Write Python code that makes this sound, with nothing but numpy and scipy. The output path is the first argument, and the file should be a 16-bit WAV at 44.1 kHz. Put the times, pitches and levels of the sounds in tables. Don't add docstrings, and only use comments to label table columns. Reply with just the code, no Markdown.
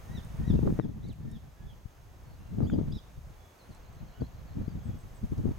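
import sys
import numpy as np
from scipy import signal
from scipy.fft import rfft, irfft
from scipy.io import wavfile
from scipy.ndimage import uniform_filter1d

SR = 44100
rng = np.random.default_rng(int(sys.argv[2]) if len(sys.argv) > 2 else 0)


def wrap_up_sound(samples):
    columns = np.atleast_2d(samples).T
    tamed = np.clip(columns, -1, 1)
    steps = np.round(tamed * 32767).astype(np.int16)
    wavfile.write(sys.argv[1], SR, steps)


N = 246078
T = np.arange(N) / SR
HZ = np.fft.rfftfreq(N, 1 / SR)

# (frequency [Hz],
# correlation [-1..1])
NOISE_CORRELATION = [(50, 0.86), (200, 0.93), (600, 0.35), (1400, 0.27), (3200, 0.35), (7000, 0.52),
                     (10500, 0.12), (11500, 0.92), (16000, 1)]
FIZZ_STOP_S, FIZZ_RETURN_S = 3.77, 4.87


def amp(db):
    return 10 ** (np.asarray(db) / 20)


def unit(x):
    return x / np.sqrt(np.mean(x ** 2) + 1e-20)


def read(points, hz):
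    f, value = np.transpose(points)
    return np.interp(np.log(hz + 1), np.log(f), value)


def follow(rows, t=T):
    s, *columns = np.transpose(rows)
    return [np.interp(t, s, c) for c in columns]


def pan(db):
    return amp(np.array([[.5], [-.5]]) * db)


def add(mix, s, sound):
    part = mix[:, max(round(s * SR), 0):][:, :sound.shape[-1]]
    part += sound[..., :part.shape[1]]


def drift(hz):
    return unit(irfft(rfft(rng.standard_normal(N)) / (1 + (HZ / hz) ** 4), N))


def noise_pair(correlation):
    a, b = rfft(rng.standard_normal((2, N)))
    return np.array([a, correlation * a + np.sqrt(1 - correlation ** 2) * b])


def dip(depth_db, recover_s, start_s=0.784, fall_s=0.016):
    elapsed = np.maximum(T - start_s, 0)
    return -depth_db * np.minimum(elapsed / fall_s, 1) * np.exp(-elapsed / recover_s)


def bow(length):
    return np.linspace(-1, 1, round(length * SR)) ** 2


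def raspy_phase(hz, rasp):
    shake = unit(uniform_filter1d(rng.standard_normal(len(hz)), size=90))
    return 2 * np.pi * np.cumsum(hz * (1 + .045 * rasp * shake)) / SR


def note(hz, db, rasp):
    flutter = unit(uniform_filter1d(rng.standard_normal(len(hz)), size=220))
    envelope = unit(amp(5 * rasp * flutter)) * signal.windows.tukey(len(hz), .3)
    return amp(db) * envelope * np.sin(raspy_phase(hz, rasp))


def scatter(x, t60):
    tail = rng.standard_normal((2, SR)) * amp(-60 * T[:SR] / t60)
    return signal.fftconvolve(x, tail / np.linalg.norm(tail[0]), axes=1)[:, :N]


def airflow(rise_s=0.023, fall_s=0.014, breeze_pitch=0.99):
    # (time [s], level [dB])
    breeze = [(0, -47.5), (.3, -43.5), (.55, -34), (.9, -41.5), (1.45, -51.5), (1.8, -52), (1.92, -59),
              (2.05, -52), (2.5, -48.5), (3.1, -52), (3.4, -54), (3.58, -75), (3.8, -49.5), (4.15, -55),
              (4.35, -47.5), (4.85, -42.5), (5.15, -50), (5.58, -42)]
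    # (arrival [s], hold [s], level [dB], eddy pitch [ratio])
    gusts = [(0.117, 0.073, -42, 1.21), (.38, 0.067, -36, 0.91), (0.497, 0.11, -27.5, .84),
             (0.655, 0.061, -27.5, 1.55), (0.77, 0.14, -40, 1.4), (0.991, 0.12, -41.5, 1.1),
             (1.203, 0.17, -43, 1.08), (1.61, 0.094, -46, 0.96), (2.436, 0.011, -43, 0.79),
             (2.537, 0.017, -37, 1.07), (2.586, 0.255, -31.5, 1.09), (2.839, 0.13, -36.5, 0.98),
             (3.166, 0.14, -47.5, 0.79), (3.7, 0.014, -46.5, 1.3), (3.984, 0.11, -48, 1.2),
             (4.224, 0.017, -34, 1.24), (4.574, 0.048, -35, 1.3), (4.749, 0.037, -36, 1.05),
             (4.873, 0.063, -38.5, 1), (5.235, 0.017, -39.5, 0.98), (5.312, 0.021, -38, 1.13),
             (5.392, 0.021, -32.5, 1), (5.454, 0.057, -32, 1.34)]
    power = amp(follow(breeze)[0]) ** 2
    pitch = breeze_pitch * power
    for s, hold, db, factor in gusts:
        envelope = np.exp(-np.maximum(s - T, 0) / rise_s - np.maximum(T - s - hold, 0) / fall_s)
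        gust = (amp(db) * envelope) ** 2
        power, pitch = power + gust, pitch + factor * gust
    return 10 * np.log10(power), pitch / power


def wind(mid_db=-34, flutter_db=3.5, gust_left_db=2.75):
    # (frequency [Hz], relative spectral density [dB])
    turbulence = [(12, 0), (28, -9.5), (55, 2), (100, 0.5), (180, -1.5), (280, -15), (450, -25),
                  (800, -42.5), (1600, -61), (4000, -56.5)]
    # (frequency [Hz], correlation [-1..1])
    port_correlation = [(25, 0.9), (60, 0.69), (125, 0.026), (250, -0.1), (500, -0.7), (1500, 0.52)]
    pressure_db, pitch = airflow()
    pressure_db += 1.5 * drift(hz=16)
    force_db = pressure_db - dip(depth_db=7.5, recover_s=4.2) - mid_db
    speed = amp(force_db) ** 0.25 * pitch
    calm = np.interp(force_db, [-12, 4], [1, 0])
    ports, bursts = noise_pair(0), drift(hz=35)
    octave, out = np.log2(HZ + 1e-3), np.zeros((2, N))
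    for centre in 2 ** np.arange(4, 12.5, .5):
        window = np.cos(np.pi / 2 * np.clip(2 * (octave - np.log2(centre)), -1, 1))
        left, other = irfft(ports * window, N)
        correlation = np.clip(read(port_correlation, centre) + 0.17 * calm, -.9, .95)
        right = correlation * left + np.sqrt(1 - correlation ** 2) * other
        burst_db = flutter_db * bursts * np.interp(centre, [150, 600], [1, 1.5])
        out += np.array([left, right]) * amp(read(turbulence, centre / speed) + burst_db)
    power = uniform_filter1d(uniform_filter1d(out.mean(0) ** 2, size=2000), size=2000)
    return out / np.sqrt(abs(power) + 1e-20) * amp(pressure_db) * pan(gust_left_db * (1 - calm))


def distant_air(level_db=-54.5, sway_db=0.88):
    # (frequency [Hz], relative spectral density [dB])
    spectrum = [(20, -18), (55, 5.5), (110, 1), (250, -6), (700, -4), (1200, -9.5), (2000, -15),
                (3500, -22), (7000, -69), (16000, -67)]
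    noise = irfft(noise_pair(read(NOISE_CORRELATION, HZ)) * amp(read(spectrum, HZ)), N)
    return unit(noise) * amp(level_db + sway_db * drift(hz=7.3))


def motor_whine(waver_hz=5, gain_db=5.5):
    # (frequency [Hz], relative level [dB])
    partials = [(6431, -83), (6477, -87), (6386, -95), (6702, -101), (6212, -99), (5988, -98), (5671, -98),
                (3846, -91), (15625, -97)]
    shaft_time = np.cumsum(1 + waver_hz / partials[0][0] * drift(hz=3.05)) / SR
    whine = sum(amp(db) * np.sin(2 * np.pi * (hz * shaft_time + rng.random())) for hz, db in partials)
    return np.sqrt(2) * amp(gain_db) * whine * pan(-3)


def hiss(level_db=-62, lull_db=-1):
    # (frequency [Hz], relative spectral density [dB])
    spectrum = [(500, 11.5), (2500, 2), (3500, 1.5), (5500, 3), (7500, 0.5), (9600, -6), (11000, -3.5),
                (12200, 0), (14000, -4), (16400, -5)]
    lean = pan(np.interp(HZ, [6000, 9000], [-3, 0]))
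    noise = irfft(noise_pair(read(NOISE_CORRELATION, HZ)) * amp(read(spectrum, HZ)) * lean, N)
    lull = uniform_filter1d(1. * (T > FIZZ_STOP_S) * (T < FIZZ_RETURN_S), size=12000)
    return unit(noise) * amp(level_db + dip(depth_db=6.5, recover_s=4.4) + lull_db * lull)


def fizz(centre_hz=9400, width_hz=1300, level_db=-75, swell_db=4, swell_s=.12, fade_s=0.18):
    band = irfft(noise_pair(0.097) * np.exp(-((HZ - centre_hz) / width_hz) ** 2 / 2), N)
    swell = (T < FIZZ_STOP_S) * amp(swell_db * np.exp(-abs(T - FIZZ_STOP_S) / swell_s))
    fade_in = np.clip((T - FIZZ_RETURN_S) / fade_s, 0, 1)
    return unit(band) * (swell + fade_in) * amp(level_db + dip(depth_db=10, recover_s=5))


def yelps(mix):
    # (crest time [s], pitch [Hz], level [dB], length [ratio], glide depth [ratio],
    #  second-harmonic boost [dB], rasp [0..1])
    calls = [(.16, 1980, -59.5, 1.1, 1.15, 1.5, 0.38), (.487, 1950, -59, 0.94, 0.88, 2, 0.06),
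             (.81, 1944, -63, 1, 0.92, -3.5, .4), (1.088, 2283, -72.5, 1.2, 2.8, 10.5, .1),
             (1.33, 1856, -69, 1.4, 0.77, 4.5, 0.96), (1.68, 1742, -73.5, 1.6, .7, 8, 0.9)]
    # (time from crest [s], pitch [ratio], harmonic 1 [dB], harmonic 2 [dB], harmonic 3 [dB])
    contour = [(-.095, .91, -10, -30, -30), (-.05, .95, 0, -22, -20), (-.012, .99, 1, -10, -10),
               (0, 1, 0, -1, -12), (.022, .9, -5, 2, -9), (.048, .76, -16, -10, -12)]
    for s, hz, db, stretch, glide, octave_db, rasp in calls:
        t = np.arange(contour[0][0] * stretch, contour[-1][0] * stretch, 1 / SR)
        bend, *levels = follow(contour, t / stretch)
        phase = raspy_phase(hz * bend ** glide, rasp * np.interp(t, [0, .03], [.4, 1]))
        voice = sum(amp(db + level + octave_db * (k == 2)) * np.sin(k * phase)
                    for k, level in enumerate(levels, 1))
        add(mix, s + t[0], voice * signal.windows.tukey(len(t), .15))


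def dry_ticks(decay_s=0.0034):
    # (time [s], peak level [dB], centre frequency [Hz], left minus right [dB])
    ticks = [(.247, -53, 8000, -2), (.369, -59, 7000, -2), (1.086, -58.5, 6500, -9), (1.128, -57, 9000, -2),
             (1.314, -54.5, 7500, -2), (3.748, -54, 6200, -9), (5.379, -54.5, 5000, 5)]
    out, t = np.zeros((2, N)), np.arange(2048) / SR
    for s, db, hz, left_db in ticks:
        band = signal.butter(2, hz * np.exp([-0.28, 0.28]), "band", fs=SR, output="sos")
        burst = signal.sosfilt(band, rng.standard_normal(len(t)) * np.exp(-t / decay_s))
        add(out, s, amp(db) * pan(left_db) * burst / abs(burst).max())
    return out


def buffets(gain_db=-1, right_lag_s=0.00059):
    # (time [s], relative peak level [dB], centre frequency [Hz], cutoff [Hz], left minus right [dB])
    eddies = [(.478, -17, 136, 165, 6), (0.511, -18, 112, 141, 14), (.540, -19, 104, 134, 10),
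              (.591, -14.5, 181, 624, -5), (.675, -16.5, 139, 1100, -15), (.725, -14.5, 117, 346, 4),
              (0.791, -14.5, 234, 840, 4), (0.7979, -14, 190, 2330, 10.5), (1.857, -32, 73.5, 153, 15),
              (2.605, -23.5, 222, 1010, 12), (2.737, -18.5, 200, 480, 4), (2.789, -21.5, 149, 500, 12),
              (2.813, -19.5, 138, 503, 12), (4.220, -21, 162, 910, 9.5), (4.226, -25.5, 100, 397, 5.5),
              (4.681, -22, 110, 282, 11), (5.322, -22, 175, 260, 4), (5.456, -18.5, 152, 400, 9.5)]
    out, t = np.zeros((2, N)), np.arange(-1024, 1024) / SR
    for s, db, hz, cutoff_hz, left_db in eddies:
        distance = 2 * np.pi * hz * abs(t - np.array([[0], [right_lag_s]]))
        lowpass = signal.butter(2, cutoff_hz, fs=SR, output="sos")
        pulse = signal.sosfilt(lowpass, (distance - 1) * np.exp(-distance))
        add(out, s + t[0], amp(db + gain_db) * pan(left_db) * pulse / abs(pulse).max())
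    return out


def whistles(mix):
    # (time [s], duration [s], pitch [Hz], level [dB])
    calls = [(0.56, 0.043, 2690, -67), (2.26, 0.1, 4370, -74), (2.38, 0.14, 2770, -76),
             (2.39, 0.2, 4090, -82), (3.282, .3, 2300, -78), (3.38, 0.17, 3420, -73.5),
             (4.11, .2, 3290, -76), (4.15, .08, 1483, -69), (4.42, 0.145, 1774, -72),
             (4.785, .2, 3350, -77)]
    for s, length, hz, db in calls:
        add(mix, s, note(np.full(round(length * SR), hz), db, rasp=0.087))


def housing_knocks(contact_s=0.00049):
    # (time [s], peak level [dB])
    knocks = [(.670, -70), (.676, -51), (.703, -47), (2.699, -37.5), (2.704, -54)]
    # (frequency [Hz], relative level [dB], 60 dB decay time [s])
    modes = [(850, 6.5, 0.0081), (1475, 12.5, 0.01), (2300, 5.5, 0.007)]
    out, t = np.zeros((2, N)), np.arange(2048) / SR
    ring = sum(amp(db - 60 * t / t60) * np.sin(2 * np.pi * hz * t) for hz, db, t60 in modes)
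    ring *= 1 - np.exp(-t / contact_s)
    for s, db in knocks:
        add(out, s, amp(db) * ring / abs(ring).max())
    return out


def chirps(mix, arch=.19):
    # (time [s], duration [s], crest [Hz], level [dB], upper pitch [ratio], upper gain [dB], rasp [0..1])
    calls = [(1.026, 0.0496, 4020, -65.5, 1.5, -14, 0.34), (2.662, .07, 3590, -61.5, 2, -7, 0.24),
             (2.912, 0.086, 3820, -57.5, 1.406, -4.5, 0.63)]
    for s, length, hz, db, ratio, upper_db, rasp in calls:
        pitch = hz * (1 - arch * bow(length))
        add(mix, s, note(pitch, db, rasp) + note(pitch * ratio, db + upper_db, rasp))


def twitters(mix, arch=.095):
    # (time [s], duration [s], crest [Hz], level [dB])
    calls = [(2.626, 0.049, 4750, -67.5), (2.701, .05, 3290, -63), (2.724, 0.034, 4860, -67),
             (4.132, 0.073, 2980, -68.5)]
    for s, length, hz, db in calls:
        add(mix, s, note(hz * (1 - arch * bow(length)), db, rasp=0.57))


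def song(mix, start_s=3.583, period_s=.116, slowing_s=.003, note_s=.085, trough_hz=4070):
    pitch = trough_hz * (1 + 0.19 * bow(note_s))
    for k, chance in enumerate(rng.standard_normal(9)):
        s = start_s + k * period_s + slowing_s * k ** 2 / 2
        add(mix, s, note(pitch, db=-72.5 + 0.12 * k + 2 * chance, rasp=0.47))


def seeps(mix, drop=0.099):
    # (time [s], duration [s], starting pitch [Hz], level [dB])
    calls = [(3.925, 0.034, 8350, -75), (4.535, .05, 5400, -79), (4.673, 0.061, 4800, -68.5),
             (4.83, 0.065, 8230, -71.5), (4.978, 0.056, 8230, -70), (5.144, 0.041, 8230, -68.5)]
    for s, length, hz, db in calls:
        progress = np.linspace(0, 1, round(length * SR))
        add(mix, s, note(hz * (1 - drop * progress ** 3), db, rasp=0.26))


def birds(gain_db=-.5, flicker_db=2.5):
    direct = np.zeros((2, N))
    for call in (yelps, whistles, chirps, twitters, song, seeps):
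        call(direct)
    direct *= amp(gain_db + flicker_db * drift(hz=70))
    grass = amp(-7) * scatter(direct, t60=.08)
    far = amp(-9) * scatter(direct, t60=.7)
    middle = signal.lfilter(*signal.iirpeak(3550, Q=12, fs=SR), direct)
    lingering = amp(-5) * scatter(middle, t60=0.59)
    return (direct + grass + far + lingering) * pan(-3)


def scene():
    rumble = wind()
    air_and_motor = (distant_air() + motor_whine()) * amp(dip(depth_db=8.5, recover_s=3.46))
    return rumble + air_and_motor + hiss() + fizz() + birds() + dry_ticks() + buffets() + housing_knocks()


def record(dry):
    lowpass = signal.firwin(511, cutoff=16400, window=("kaiser", 9), fs=SR)
    return signal.oaconvolve(dry, lowpass[None], "same")


dry = scene()
out = record(dry)
wrap_up_sound(out)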